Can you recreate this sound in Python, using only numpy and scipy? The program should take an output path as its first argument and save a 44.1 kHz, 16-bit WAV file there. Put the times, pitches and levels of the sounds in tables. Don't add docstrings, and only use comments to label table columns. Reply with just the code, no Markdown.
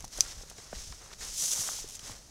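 import sys
import numpy as np
from scipy import signal
from scipy.fft import rfft, irfft
from scipy.io import wavfile

SR = 44100
rng = np.random.default_rng(int(sys.argv[2]) if len(sys.argv) > 2 else 0)


def dump(signal):
    limited = np.clip(np.atleast_2d(signal).T, -1, 1)
    pcm = np.round(limited * 32767).astype(np.int16)
    wavfile.write(sys.argv[1], SR, pcm)


N = 101429

# frequency_hz, relative_db
FOREST_SPECTRUM = [(20, 6), (100, 12), (180, 7.5), (300, 2), (500, 2.5), (1000, -6.5), (2500, -12.5),
                   (4000, -3.5), (5200, 0.5), (6100, 4), (7500, -4.5), (10000, -8), (15800, -21.5)]
WIND_SPECTRUM = [(10, -11.5), (22, 0), (36, 1), (52, 0), (75, -11), (120, -18.5), (180, -25), (250, -32.5),
                 (600, -34.5), (2000, -76)]
SLOW_SWISH_SPECTRUM = [(1000, -27.5), (2000, -16), (2700, -12.5), (3600, -9), (4600, -6.5), (5400, -1),
                       (6150, -1), (7300, -5), (9000, -11), (12000, -20), (15800, -27.5)]
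FAST_SWISH_SPECTRUM = [(1000, -33), (2400, -24), (3200, -13.5), (4500, -11), (5400, -5.5), (6150, 0),
                       (7300, -4.5), (8500, -8), (10000, -9.5), (12500, -17), (15800, -26)]
CRACKLE_SPECTRUM = [(1500, -26.5), (3000, -4.5), (4500, -7.5), (6200, 3), (8000, -2), (10500, -6.5),
                    (12500, -13.5), (15800, -17.5)]
SCUFF_SPECTRUM = [(150, -9), (500, 0), (1200, -5), (1900, 2.5), (2600, -3.5), (4000, 2), (5800, 4),
                  (7500, -10), (11000, -14.5), (15800, -30.5)]
SNOW_SPECTRUM = [(80, -4.5), (160, -3), (280, -2.5), (500, 0), (1200, 0), (2000, -1.5), (2700, -6.5),
                 (4000, -7.5), (8000, -35)]

# time_s, level_db
WIND_LEVEL = [(0.0, -51), (0.03, -47), (0.13, -63), (0.17, -47.5), (0.34, -56), (0.37, -44.5),
              (0.63, -66.5), (0.78, -43), (0.84, -54), (0.9, -40.5), (0.97, -60), (1.29, -49.5),
              (1.43, -63.5), (1.8, -59), (1.82, -46), (2.0, -62.5), (2.1, -53.5), (2.3, -58.5)]
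SWISH_LEVEL = [(0, -54.5), (.1, -64), (.125, -46.5), (.175, -43), (.2, -40.5), (.23, -41.5), (.26, -46.5),
               (.31, -44), (.345, -51), (.4, -53), (.425, -47.5), (.45, -57), (.51, -52), (.55, -60.5),
               (.59, -50.5), (.68, -55), (.72, -53.5), (.76, -46), (.84, -46.5), (.91, -50.5), (.97, -54.5),
               (1.05, -52.5), (1.1, -58.5), (1.135, -51), (1.175, -60), (1.207, -43), (1.28, -40),
               (1.33, -41.5), (1.38, -34.5), (1.435, -30.5), (1.48, -32), (1.512, -31.5), (1.525, -27.5),
               (1.55, -33.5), (1.63, -32.5), (1.72, -37), (1.83, -42.5), (1.86, -49), (1.89, -52),
               (1.955, -49.5), (1.98, -56.5), (2.02, -53), (2.05, -45.5), (2.11, -48.5), (2.17, -52),
               (2.22, -59), (2.3, -63.5)]
CRUNCH_LEVEL = [(0, -61), (0.1, -68.5), (0.13, -54.5), (0.18, -53), (0.24, -52.5), (0.32, -56), (0.36, -59),
                (0.43, -60.5), (0.46, -64.5), (0.51, -59), (0.55, -65.5), (0.59, -58.5), (0.65, -59.5),
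                (0.71, -62), (0.76, -59.5), (0.81, -56), (0.87, -66.5), (0.93, -58.5), (0.96, -64),
                (1.02, -57), (1.13, -57), (1.16, -68), (1.19, -61), (1.215, -51), (1.29, -55.5),
                (1.35, -64.5), (1.42, -54.5), (1.51, -54.5), (1.54, -48), (1.67, -51.5), (1.74, -54),
                (1.82, -59.5), (1.9, -59), (1.94, -64.5), (2.02, -59), (2.05, -51.5), (2.1, -53),
                (2.15, -56.5), (2.21, -67.5), (2.3, -68.5)]

# start_s, length_s, level_db
BRUSH_CRACKLES = [(.04, 0.010653, -50.5), (.494, 0.01949, -50.5), (1.04, 0.00958, -57.5),
                  (1.859, 0.12782, -50), (2.042, 0.09364, -51.5)]
# start_s, length_s, level_db
SOLE_SCUFFS = [(.298, 0.03776, -51.5), (.575, 0.01834, -53), (.735, 0.05966, -51.5), (.921, 0.009193, -48),
               (1.126, 0.01463, -47.5), (1.205, 0.03338, -47)]
# start_s, peak_db, pitch_hz, t60_s
SNOW_KNOCKS = [(.0428, -35, 809.9, 0.01449), (.1842, -42, 592.7, 0.003235), (.1872, -33.5, 581.3, 0.008315),
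               (.2622, -38.5, 1383, 0.00387), (.411, -44.5, 600, .01), (.435, -43.5, 483, 0.01024),
               (.514, -43, 789.9, 0.00954), (.586, -45, 415.1, 0.0142), (.7285, -35.5, 890.2, 0.00582),
               (.7297, -29, 614.4, 0.012254), (.925, -40.5, 1082, 0.01374), (1.116, -41, 1033, 0.00749),
               (1.212, -37.5, 1886, 0.00951), (1.6742, -39, 1100, 0.00715), (1.6887, -26.5, 1258, 0.00523),
               (1.6898, -33, 742.9, 0.01031), (1.7875, -42, 855.3, 0.00865), (1.843, -38.5, 400.6, 0.02359),
               (2.0965, -35.5, 850, .008)]
# start_s, peak_db, pitch_hz, t60_s
BOOT_THUDS = [(.039, -40.5, 162.7, 0.04026), (.58, -46.5, 116.6, 0.0867), (.731, -41.5, 190.1, 0.0584),
              (1.425, -47.5, 160.1, 0.0499), (1.59, -43.5, 110.3, 0.0746), (2.03, -48, 128, 0.0997),
              (2.096, -43.5, 273.5, 0.02535), (2.103, -42, 103.4, 0.1003)]
# start_s, peak_db, pitch_hz
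BRITTLE_TICKS = [(.0062, -30, 6284), (0.0249, -36.5, 5922), (0.0455, -33, 5663), (0.0505, -32, 5969),
                 (0.0796, -36, 6204), (0.1752, -26.5, 6201), (0.1784, -26.5, 6499), (0.2631, -33, 5880),
                 (0.5002, -37.5, 6384), (1.409, -24.5, 6210), (1.439, -27, 6215), (1.5238, -19.5, 6612),
                 (1.5336, -21.5, 6340), (1.877, -35.5, 6994), (1.8986, -33, 6397), (1.924, -39, 7190),
                 (1.9388, -39, 6470), (1.9528, -35.5, 6147), (1.9555, -29.5, 7471), (1.959, -31, 6506),
                 (1.9925, -33, 6280), (1.995, -31, 3149), (2.007, -41.5, 7400)]
# frequency_hz, relative_db, t60_s
TWIG_MODES = [(1702.4, -18, 0.0015425), (2488.1, -27.5, 0.014466), (3349.2, -21.5, 0.008195),
              (4367.5, -14, 0.005298), (4876.7, -13.5, 0.013117), (5094.6, -16, 0.02181),
              (6279.6, 1.5, 0.006102), (7233.7, -0.5, 0.003245), (8331.6, -6, 0.002753),
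              (12137, -11.5, 0.002078)]
# frequency_hz, gain_db
SNAP_ROLLOFF = [(1000, 0), (12500, 0.5), (13800, -0.5), (15500, -14)]

LN_1000 = np.log(1000)


def amp(db):
    return 10 ** (np.asarray(db) / 20)


def unit(x):
    return x / np.sqrt(np.mean(x ** 2) + 1e-20)


def envelope(points):
    return amp(np.interp(np.arange(N) / SR, *np.transpose(points)))


def add(mix, start_s, sound):
    part = mix[max(round(start_s * SR), 0):][:len(sound)]
    part += sound[:len(part)]


def colour(x, spectrum, size=4096):
    points_hz, points_db = np.transpose(spectrum)
    hz = abs(np.fft.fftfreq(size, 1 / SR))
    log_gain = np.log(amp(np.interp(np.log(hz + 1), np.log(points_hz), points_db)))
    response = np.exp(np.conj(signal.hilbert(log_gain)))
    taps = np.fft.ifft(response).real
    return signal.fftconvolve(x, taps[:size // 2])[:len(x)]


def grains(per_s, spread_db):
    sizes = amp(spread_db * np.minimum(rng.exponential(1, N), 4))
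    return sizes * rng.choice([-1, 1], N) * (rng.random(N) < per_s / SR)


def flutter(depth_db, rate_hz):
    lowpass = np.exp(-(np.fft.rfftfreq(N, 1 / SR) / rate_hz) ** 2)
    wander = irfft(rfft(rng.standard_normal(N)) * lowpass, N)
    return amp(depth_db * unit(wander))


def air(forest_db=-56.5):
    rumble = unit(colour(rng.standard_normal(N), WIND_SPECTRUM, size=16384))
    hiss = unit(colour(rng.standard_normal(N), FOREST_SPECTRUM))
    return envelope(WIND_LEVEL) * rumble + amp(forest_db) * hiss


def echoes(x, level_db, t60_s):
    t = np.arange(SR // 2) / SR
    reflections = rng.standard_normal(len(t)) * (rng.random(len(t)) < .1) * (t > .003)
    taps = reflections * np.exp(-LN_1000 * t / t60_s)
    return amp(level_db) * signal.fftconvolve(x, taps / np.linalg.norm(taps))[:N]


def swish(slow_db=-45.5, fast_db=-31.5):
    level = envelope(SWISH_LEVEL)
    fast_share = np.clip((20 * np.log10(level) - slow_db) / (fast_db - slow_db), 0, 1)
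    slips = grains(per_s=14000, spread_db=2.5) * flutter(depth_db=1.2953, rate_hz=78.8)
    slow = unit(colour(slips, SLOW_SWISH_SPECTRUM))
    fast = unit(colour(slips, FAST_SWISH_SPECTRUM))
    return level * ((1 - fast_share) * slow + fast_share * fast)


def flurries(rows, spectrum):
    out = np.zeros(N)
    clicks = colour(grains(per_s=2200, spread_db=4.5), spectrum)
    for start_s, length_s, level_db in rows:
        flurry = clicks[round(start_s * SR):][:round(length_s * SR)]
        add(out, start_s, amp(level_db) * unit(flurry * signal.windows.tukey(len(flurry))))
    return out


def crunch():
    breaks = grains(per_s=2200, spread_db=2.5) * flutter(depth_db=1.7652, rate_hz=64.95)
    return envelope(CRUNCH_LEVEL) * unit(colour(breaks, SNOW_SPECTRUM))


def knocks(rows, pitch_sag=0.1688, rise_cycles=0.41777, puff_gain=0.1661, puff_cycles=2.802):
    out, t = np.zeros(N), np.arange(SR // 8) / SR
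    for start_s, peak_db, pitch_hz, t60_s in rows:
        cycles = t * pitch_hz
        falling_hz = pitch_hz * (1 + pitch_sag * (np.exp(-cycles / 2) - .5))
        ring = np.exp(-LN_1000 * t / t60_s) * np.sin(2 * np.pi * np.cumsum(falling_hz) / SR)
        band = signal.butter(2, [pitch_hz / 4, pitch_hz * 2], "band", fs=SR)
        puff = unit(signal.lfilter(*band, rng.standard_normal(len(t)))) * np.exp(-cycles / puff_cycles)
        knock = np.minimum(cycles / rise_cycles, 1) * (ring + puff_gain * puff)
        add(out, start_s, amp(peak_db) * knock / abs(knock).max())
    return out


def ticks(t60_s=0.005807, splinter_gain=0.4564, splinter_decay_s=0.001546):
    out, t = np.zeros(N), np.arange(SR // 50) / SR
    for start_s, peak_db, pitch_hz in BRITTLE_TICKS:
        ring = np.sin(2 * np.pi * pitch_hz * t) * np.exp(-LN_1000 * t / t60_s)
        splinters = unit(colour(rng.standard_normal(len(t)), FAST_SWISH_SPECTRUM))
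        tick = ring + splinter_gain * splinters * np.exp(-t / splinter_decay_s)
        add(out, start_s, amp(peak_db) * tick / abs(tick).max())
    return out


def twig_snap(start_s=.20703, gain_db=-0.5, rise_s=0.00018435):
    catch_gap_s, catch_gain, catch_centre_hz = 0.00086132, 0.3186, 6142
    out, t = np.zeros(N), np.arange(SR // 10) / SR
    onset = 1 - np.exp(-t / rise_s)
    for hz, relative_db, t60_s in TWIG_MODES:
        decay = np.exp(-LN_1000 * t / t60_s)
        ring = amp(gain_db + relative_db) * onset * decay * np.sin(2 * np.pi * hz * t)
        add(out, 0, ring)
        band_gain = amp(-28.5 * np.log2(hz / catch_centre_hz) ** 2)
        add(out, catch_gap_s, catch_gain * band_gain * ring)
    return np.roll(colour(out, SNAP_ROLLOFF), round(start_s * SR))


def scene():
    impacts = twig_snap() + ticks() + knocks(SNOW_KNOCKS) + knocks(BOOT_THUDS)
    near_echoes = echoes(impacts, level_db=-18.5, t60_s=0.09136)
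    far_echoes = echoes(impacts, level_db=-32, t60_s=0.5165)
    movement = swish() + crunch()
    movement += flurries(BRUSH_CRACKLES, CRACKLE_SPECTRUM) + flurries(SOLE_SCUFFS, SCUFF_SPECTRUM)
    return (impacts + near_echoes + far_echoes + movement + air())[None]


def record(dry):
    cutoff_hz = 15850
    taps = signal.firwin(511, cutoff_hz, window=("kaiser", 9), fs=SR)
    return signal.oaconvolve(dry, taps[None], "same")


dry = scene()
out = record(dry)
dump(out)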